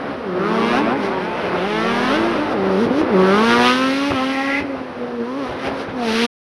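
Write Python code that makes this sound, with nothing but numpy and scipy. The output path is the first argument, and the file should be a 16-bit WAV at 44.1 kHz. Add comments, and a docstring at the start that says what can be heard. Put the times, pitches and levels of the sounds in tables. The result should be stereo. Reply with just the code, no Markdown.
"""A four-cylinder drift car revs and slides round a wide paved circuit, heard from the fence.
Each firing rings the exhaust (low boom, mid bark) and pushes out rasping gas; ignition cuts bang,
backfires pop, a moving resonance howls. Tyres scrub and squeal. Two far walls send the revs back
late and lower in pitch as the paths grow. The sound stops dead near the end."""
import sys
import numpy as np
from scipy import signal
from scipy.fft import rfft, irfft, next_fast_len
from scipy.io import wavfile
from scipy.ndimage import uniform_filter1d, map_coordinates

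SR = 44100
rng = np.random.default_rng(int(sys.argv[2]) if len(sys.argv) > 2 else 0)


def inscribe(sig):
    """Save sig as 16-bit PCM at rate SR to the path in sys.argv[1].

    A 1-D sig is mono; a 2-D sig holds one channel per row.
    Samples are clipped to [-1, 1] before scaling.
    """
    pcm = np.round(np.clip(np.atleast_2d(sig).T, -1, 1) * 32767)
    wavfile.write(sys.argv[1], SR, pcm.astype(np.int16))


N = 287973
TIME_S = np.arange(N) / SR

# tyres on tarmac (time [s], scrub [dB], squeal [dB])
TYRE_LEVELS = [(0, -26, -71), (.9, -24.5, -39), (1.3, -24, -39.5), (2.52, -22.5, -42.5), (3, -20.5, -49),
               (3.14, -18, -43), (4.2, -35.5, -35.5), (4.59, -30, -26), (4.64, -29.5, -39),
               (5.14, -31.5, -62), (5.6, -25, -41.5), (6.3, -28.5, -62)]
SCRUB_SPECTRUM = [(20, -43), (70, -9.5), (150, -6), (250, -1), (520, 1.5), (700, -2.5), (1350, -6),
                  (5200, -33), (7500, -76), (9500, -45), (14000, -70.5)]
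# tyre squeal (frequency [Hz], relative gain [dB])
SQUEAL_SPECTRUM = [(1500, -28), (1850, -10), (1940, 0), (2070, 5), (2180, -8), (2470, -2), (2700, -8),
                   (3300, -30), (7000, -70)]
# echoes (initial delay [s], delay growth [s/s], gain [dB], fade start [s], fade [dB/s])
WALL_ECHOES = [(.07, .07, -0.5, 2.2, 21), (.24, .09, -7, 2.36, 30.5)]
# sound unrelated between the two microphone ports (frequency [Hz], gain [dB])
DIFFUSE_SPECTRUM = [(60, -30), (200, -34), (380, -18), (700, -12), (1300, -15), (2400, -11), (4400, -7),
                    (6000, 3), (15000, 5)]
# stereo width (time [s], side gain [dB])
STEREO_WIDTH = [(0, -5.5), (2.3, -4.5), (3.2, -9), (6.3, -12.5)]
# gusty air (time [s], band flicker [dB], pulse jitter [firing periods])
AIR_GUSTS = [(0, 3.5, .007), (2.6, 2.5, .005), (4.6, 3, .005), (4.9, 4.5, .01)]
# engine speed as heard (time [s], firing rate [Hz])
FIRING_RATE = [(0.1, 287),(0.3, 179.6), (0.37, 180.7), (0.52, 219.9), (0.75, 244.9), (0.83, 312.5),
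               (0.94, 208), (1.17, 187.7), (1.38, 244.7), (1.46, 185.6), (1.6, 174.6), (1.67, 204.7),
               (2.09, 255.5), (2.18, 330.6), (2.3, 346.4), (2.37, 301.7), (2.48, 291.3), (2.58, 195.2),
               (2.77, 187.2), (2.82, 234.8), (2.89, 233.8), (3.01, 319.6), (3.15, 184.8), (3.3, 190.4),
               (3.45, 227.4), (3.72, 252.6), (4.1, 285.5), (4.18, 258.8), (4.3, 268.5), (4.55, 276),
               (4.62, 289.2), (4.76, 260), (5.23, 232.1), (5.33, 260.2), (5.39, 290.4), (5.46, 249),
               (5.87, 279.7), (5.98, 250.3), (6.1, 217.8), (6.26, 238)]
# stabs (open [s], shut [s], boom at open [dB], boom at shut [dB], bark [dB], rasp [dB])
# bark and rasp are relative to the boom, at full boost
THROTTLE_STABS = [(0.0, 0.04, -46, -36, -14, -20), (0.285, 0.786, -22.5, -19.5, -0.5, -11),
                  (1.031, 1.062, -21.5, -23.5, 6, 6), (1.093, 1.256, -35, -31.5, 9.5, -2),
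                  (1.259, 1.491, -35.5, -35, 6, -2.5), (1.542, 2.162, -23, -20, -0.5, -10),
                  (2.178, 2.481, -19.5, -27.5, -9.5, -13), (2.547, 2.854, -22, -13.5, -16, -18.5),
                  (2.959, 3.003, -16, -15, -9.5, -8.5), (3.142, 4.119, -12, -20, -4.5, -10),
                  (4.128, 4.597, -19.5, -23, -4, -11), (4.958, 5.405, -29, -23.5, -14.5, -17.5),
                  (5.443, 5.526, -27, -28, -0.5, -6.5), (5.643, 5.675, -26, -25, 9.5, 5),
                  (5.775, 5.815, -32.5, -34, -7.5, 12), (5.979, 6.295, -21, -15.5, -3.5, -2)]
# cylinders in firing order (strength [dB])
CYLINDER_DB = [0.74, -0.92, 0.5, 0.44]
# strong and weak firings alternate, adding notes between overtones (time [s], swing [+/- dB])
FIRING_IMBALANCE = [(.4, .5), (.55, 2.5), (.82, 3.5), (1, 0.5), (1.7, 0), (2.05, 1.5), (2.3, 0.5),
                    (2.87, 1.5), (3.4, -0.6), (3.6, 3.5), (3.75, 1), (4.6, .5), (5.5, 2), (6, 0)]
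# tailpipe swings to the listener (time [s], half width [s], bark and rasp lift [dB])
TAILPIPE_SWINGS = [(2.52, 0.023, 15), (3.51, 0.054, 4), (3.677, 0.071, 6), (6.092, 0.12, 5)]
# short low exhaust burbles, on or off throttle (time [s], half width [s], boom lift [dB])
BOOM_BURBLES = [(.83, 0.02, 2.5), (2.905, 0.011, 4.5), (4.645, .018, 5), (4.7, .012, 8), (4.742, .012, 9.5),
                (4.815, 0.011, 10.5), (5.03, 0.018, 5), (5.21, 0.029, 6.5)]
# moving resonance (time [s], centre [Hz], level [dB])
HOWL_PATH = [(.3, 1210, -47.5), (.46, 1290, -23), (.62, 900, -51), (.75, 707, -16.5), (.8, 750, -49),
             (1.18, 957, -24), (1.28, 800, -48), (1.55, 800, -39), (1.66, 737, -23), (3.05, 793, -35.5),
             (3.3, 1296, -22), (3.52, 973, -21), (3.9, 1207, -43), (4.58, 2105, -23.5), (4.63, 1970, -60),
             (5.2, 949.7, -66), (5.28, 1040, -32.5), (5.92, 800, -52), (6.02, 720, -24), (6.3, 1000, -33)]
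# bangs and pops (time [s], gain [dB])
IGNITION_CUTS = [(2.853, -20), (3.02, -23), (4.101, -15), (4.603, -24), (5.489, -17), (5.667, -20),
                 (5.879, -16)]
BACKFIRES = [(3.014, -9.5), (3.104, -19), (4.105, -14), (4.118, -14), (4.131, -13.5)]
RASP_SPECTRUM = [(700, -11.5), (1500, 2), (2500, 2), (4000, -1), (5800, -7), (7500, -28), (9300, -16),
                 (12000, -26), (14000, -42)]
# pipe boom, bark, bang and pop (frequency [Hz], relative gain [dB])
BOOM_SPECTRUM = [(60, -34.5), (130, -7.5), (190, 3.5), (380, 6.5), (560, -2), (800, -39), (4000, -74)]
BARK_SPECTRUM = [(350, -29.5), (600, 2), (1000, 0.5), (1300, 0), (1650, -5), (2000, -7), (2700, -6),
                 (3500, -13), (5000, -30), (9000, -65)]
BANG_SPECTRUM = [(30, -59), (70, 9.5), (150, 1.5), (400, -3), (1200, -11), (3500, -22), (12000, -68.5)]
POP_SPECTRUM = [(60, -5), (350, 5), (1300, 1.5), (3000, -18.5), (12000, -71)]

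COAST_BOOM_DB, COAST_BARK_DB, COAST_RASP_DB = -33.5, -56.5, -49
SWELL_DB_PER_S, BOOM_FADE_DB_PER_S, BARK_RASP_FADE_DB_PER_S = 204, 64, 195
ROUGH_OPEN, ROUGH_SHUT, ROUGH_CUT = .07, .2, .15
CUT_S, CUT_DROP_CHANCE = .045, .55


def undb(db):
    return 10 ** (np.asarray(db) / 20)


def unit_rms(x):
    return x / np.sqrt(np.mean(x ** 2))


def curves(table):
    """Table columns interpolated per sample."""
    times_s, *columns = np.transpose(table)
    return [np.interp(TIME_S, times_s, column) for column in columns]


def swells_db(table):
    """Sum of bell-shaped lifts."""
    return sum(db * np.exp(-((TIME_S - at_s) / half_s) ** 2) for at_s, half_s, db in table)


def colour(x, spectrum, size=4096):
    """Minimum-phase filter, by folded cepstrum."""
    hz, db = np.transpose(spectrum)
    grid_hz = np.maximum(np.arange(size // 2 + 1), 1) * SR / size
    cepstrum = irfft(np.interp(np.log(grid_hz), np.log(hz), db) * np.log(10) / 20)
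    cepstrum[1:size // 2] *= 2
    cepstrum[size // 2 + 1:] = 0
    return signal.fftconvolve(x, irfft(np.exp(rfft(cepstrum))))[:N]


def lag(x, tau_s):
    """One-pole low-pass."""
    pole = np.exp(-1 / (tau_s * SR))
    return signal.lfilter([1 - pole], [1, -pole], x)


def delay(x, delay_s):
    """Time-varying delay."""
    return map_coordinates(x, [(TIME_S - delay_s) * SR], order=1, mode="mirror")


def wander(rate_hz):
    """Smooth random drift, rms 1."""
    hold = int(SR / rate_hz)
    steps = np.repeat(rng.standard_normal(N // hold + 1), hold)
    return unit_rms(uniform_filter1d(uniform_filter1d(steps, hold), hold)[:N])


def reverb(x, t60_s):
    """Scattered reflections: decaying noise response, energy 1."""
    response = rng.standard_normal(SR) * 1000. ** (-np.arange(SR) / SR / t60_s)
    return signal.fftconvolve(x, response / np.linalg.norm(response))[:N]


def wall_echoes(car, floor_db=-21):
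    """Dull copies; growing delay lowers the pitch, and they fade as the car comes round."""
    dull = colour(car, [(1000, -2.0), (3000, -4.5), (9000, -8.5)])
    echoes = np.zeros(N)
    for delay_s, growth, db, fade_from_s, fade_db_per_s in WALL_ECHOES:
        faded_db = db - fade_db_per_s * np.maximum(TIME_S - fade_from_s, 0)
        echoes += undb(np.maximum(faded_db, floor_db)) * delay(dull, delay_s + growth * TIME_S)
    return echoes


def tyres():
    """Broad scrub and rough stick-slip squeal, both flickering noise."""
    def flicker(spectrum, depth_db, rate_hz):
        return colour(rng.standard_normal(N), spectrum) * undb(depth_db * wander(rate_hz))

    scrub_db, squeal_db = curves(TYRE_LEVELS)
    scrub = flicker(SCRUB_SPECTRUM, 2.3, 7) + flicker(SCRUB_SPECTRUM, 2.3, 19)
    squeal = flicker(SQUEAL_SPECTRUM, 2.0, 30)
    return undb(scrub_db) * unit_rms(scrub) + undb(squeal_db) * unit_rms(squeal)


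def gusty_air(x, base_hz=400):
    """Overtones come and go: each third octave above the base has its own wandering gain."""
    size = next_fast_len(N)
    spectrum = rfft(x, size)
    hz = np.maximum(np.arange(len(spectrum)), 1) * SR / size
    thirds = np.clip(3 * np.log2(hz / base_hz), 0, 11)
    depth_db = curves(AIR_GUSTS)[0]
    bands = (irfft(spectrum * np.maximum(1 - abs(thirds - k), 0), size)[:N] for k in range(12))
    return sum(band * undb(min(k / 2, 1) * depth_db * wander(16)) for k, band in enumerate(bands))


def backfires(decay_s=.0043):
    """Short noise puffs rung through the pipe."""
    puffs = sum(undb(db) * (TIME_S >= at_s) * np.exp(-np.maximum(TIME_S - at_s, 0) / decay_s)
                for at_s, db in BACKFIRES)
    noise = rng.standard_normal(N)
    return colour(puffs * noise, POP_SPECTRUM) / np.std(colour(noise, POP_SPECTRUM))


def cut_bangs():
    """Unburnt fuel bangs at each ignition cut."""
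    envelope = np.zeros(N)
    for at_s, db in IGNITION_CUTS:
        age = np.maximum(TIME_S - at_s, 0) / CUT_S
        envelope += undb(db) * age * np.exp(1 - 2.98 * age)
    return envelope * unit_rms(colour(rng.standard_normal(N), BANG_SPECTRUM))


def howl(pulses, stage_width_hz=285):
    """Moving resonance picks out overtones: shift to 0 Hz, low-pass twice, shift back."""
    centre_hz, level_db = curves(HOWL_PATH)
    carrier = np.exp(2j * np.pi * np.cumsum(centre_hz) / SR)
    tau_s = 1 / (np.pi * stage_width_hz)
    baseband = lag(lag(pulses / carrier, tau_s), tau_s)
    return undb(level_db) * unit_rms(np.real(carrier * baseband))


def second_path(x, delay_s=.001196, drift_s=.00046, gain_db=-3):
    """A late copy with drifting lag: overtones swell and fade in turn."""
    return x + undb(gain_db) * delay(x, delay_s + drift_s * wander(9))


def pipe_smear(x, centre_hz, width_hz):
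    """All-pass: the pipe holds back sound near a resonance, drawing each pulse out."""
    radius = np.exp(-np.pi * width_hz / SR)
    denominator = [1, -2 * radius * np.cos(2 * np.pi * centre_hz / SR), radius * radius]
    return signal.lfilter(denominator[::-1], denominator, x)


def throttle_levels_db(boost_lag_s=.16, boost_db=25):
    """Stabs swell and fade over the coasting levels; lagging boost lifts bark and rasp."""
    pedal = sum((TIME_S >= open_s) & (TIME_S < shut_s) for open_s, shut_s, *_ in THROTTLE_STABS) * 1.
    spool_db = boost_db * (lag(pedal, boost_lag_s) - 1)
    facing_db = swells_db(TAILPIPE_SWINGS)
    boom_db, bark_db, rasp_db = COAST_BOOM_DB, COAST_BARK_DB, COAST_RASP_DB
    for open_s, shut_s, open_db, shut_db, bark_rel_db, rasp_rel_db in THROTTLE_STABS:
        before_s, after_s = np.maximum(open_s - TIME_S, 0), np.maximum(TIME_S - shut_s, 0)
        stab_db = np.interp(TIME_S, [open_s, shut_s], [open_db, shut_db]) - SWELL_DB_PER_S * before_s
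        boom_db = np.maximum(boom_db, stab_db - BOOM_FADE_DB_PER_S * after_s)
        bright_db = stab_db - BARK_RASP_FADE_DB_PER_S * after_s + facing_db + spool_db
        bark_db = np.maximum(bark_db, bright_db + bark_rel_db)
        rasp_db = np.maximum(rasp_db, bright_db + rasp_rel_db)
    return boom_db + swells_db(BOOM_BURBLES), bark_db, rasp_db


def burn_roughness(settle_s=.07, min_hold_s=.1):
    """Burning is even on held throttle, uneven in blips and on the overrun."""
    held = [np.clip(1 - np.maximum(open_s - TIME_S, TIME_S - shut_s) / settle_s, 0, 1)
            for open_s, shut_s, *_ in THROTTLE_STABS if shut_s - open_s > min_hold_s]
    return ROUGH_SHUT + (ROUGH_OPEN - ROUGH_SHUT) * np.max(held, axis=0)


def firings(rev_wobble=.005):
    """One pulse a firing; roughness scatters size and timing, cuts drop firings."""
    rate_hz = curves(FIRING_RATE)[0] * (1 + rev_wobble * wander(14))
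    cutting = sum((TIME_S > at_s) & (TIME_S < at_s + CUT_S) for at_s, _ in IGNITION_CUTS)
    rough = np.maximum(burn_roughness(), ROUGH_CUT * cutting)
    phase = np.cumsum(rate_hz) / SR
    position = np.interp(np.arange(1, int(phase[-1])), phase, np.arange(N))
    count, sample = len(position), position.astype(int)
    fires = rng.random(N // 100)[:count] > CUT_DROP_CHANCE * cutting[sample]
    size_noise, time_noise = rng.standard_normal((N // 100, 2))[:count].T
    imbalance_db = np.resize([1, -1], count) * curves(FIRING_IMBALANCE)[0][sample]
    size = fires * undb(np.resize(CYLINDER_DB, count) + imbalance_db + 8 * rough[sample] * size_noise)
    jitter_periods = curves(AIR_GUSTS)[1] + .12 * (rough - ROUGH_OPEN)
    position = np.clip(position + jitter_periods[sample] * time_noise * SR / rate_hz[sample], 0, N - 2)
    sample, fraction = position.astype(int), position % 1
    pulses = np.bincount(sample, size * (1 - fraction), N) + np.bincount(sample + 1, size * fraction, N)
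    return pulses * np.sqrt(SR / rate_hz)


def engine():
    """Each firing booms and barks in the pipe; a puff of rasping gas follows."""
    boom_db, bark_db, rasp_db = throttle_levels_db()
    pulses = firings()
    gas_flow = 1 + unit_rms(lag(pulses, tau_s=.0057))
    rasp = undb(rasp_db) * unit_rms(colour(gas_flow * rng.standard_normal(N), RASP_SPECTRUM))
    boom = undb(boom_db) * unit_rms(colour(pulses, BOOM_SPECTRUM))
    bark = undb(bark_db) * unit_rms(second_path(colour(pulses, BARK_SPECTRUM)))
    bangs = cut_bangs() + backfires()
    pipe = pipe_smear(boom - bark, centre_hz=499, width_hz=240)
    pipe = pipe_smear(pipe, centre_hz=1118, width_hz=620)
    return gusty_air(pipe) + howl(pulses) + rasp + bangs


def scene():
    """Car, echoes, arena reverb and tyres in mid/side stereo; middle tones lean left."""
    car = engine()
    mid = car + wall_echoes(car) + undb(-16) * reverb(car, t60_s=1.2) + tyres()
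    lean_band = signal.butter(1, (330, 1500), "bandpass", fs=SR, output="sos")
    lean = undb(-15) * signal.sosfiltfilt(lean_band, mid)
    diffuse = colour(reverb(mid, t60_s=.15), DIFFUSE_SPECTRUM)
    side = undb(curves(STEREO_WIDTH)[0]) * (diffuse + lean)
    return np.array([mid + side, mid - side])


def record(dry):
    """The phone rounds the loudest peaks; the sound stops dead; the top is cut."""
    stop_s, fade_s, top_hz = 6.266, .015, 15600
    gate = np.clip((stop_s - TIME_S) / fade_s, 0, 1)
    rounded = np.tanh(.63 * dry) / .7
    return signal.sosfilt(signal.ellip(12, .2, 70, top_hz, fs=SR, output="sos"), gate * rounded)


dry = scene()
out = record(dry)
inscribe(out)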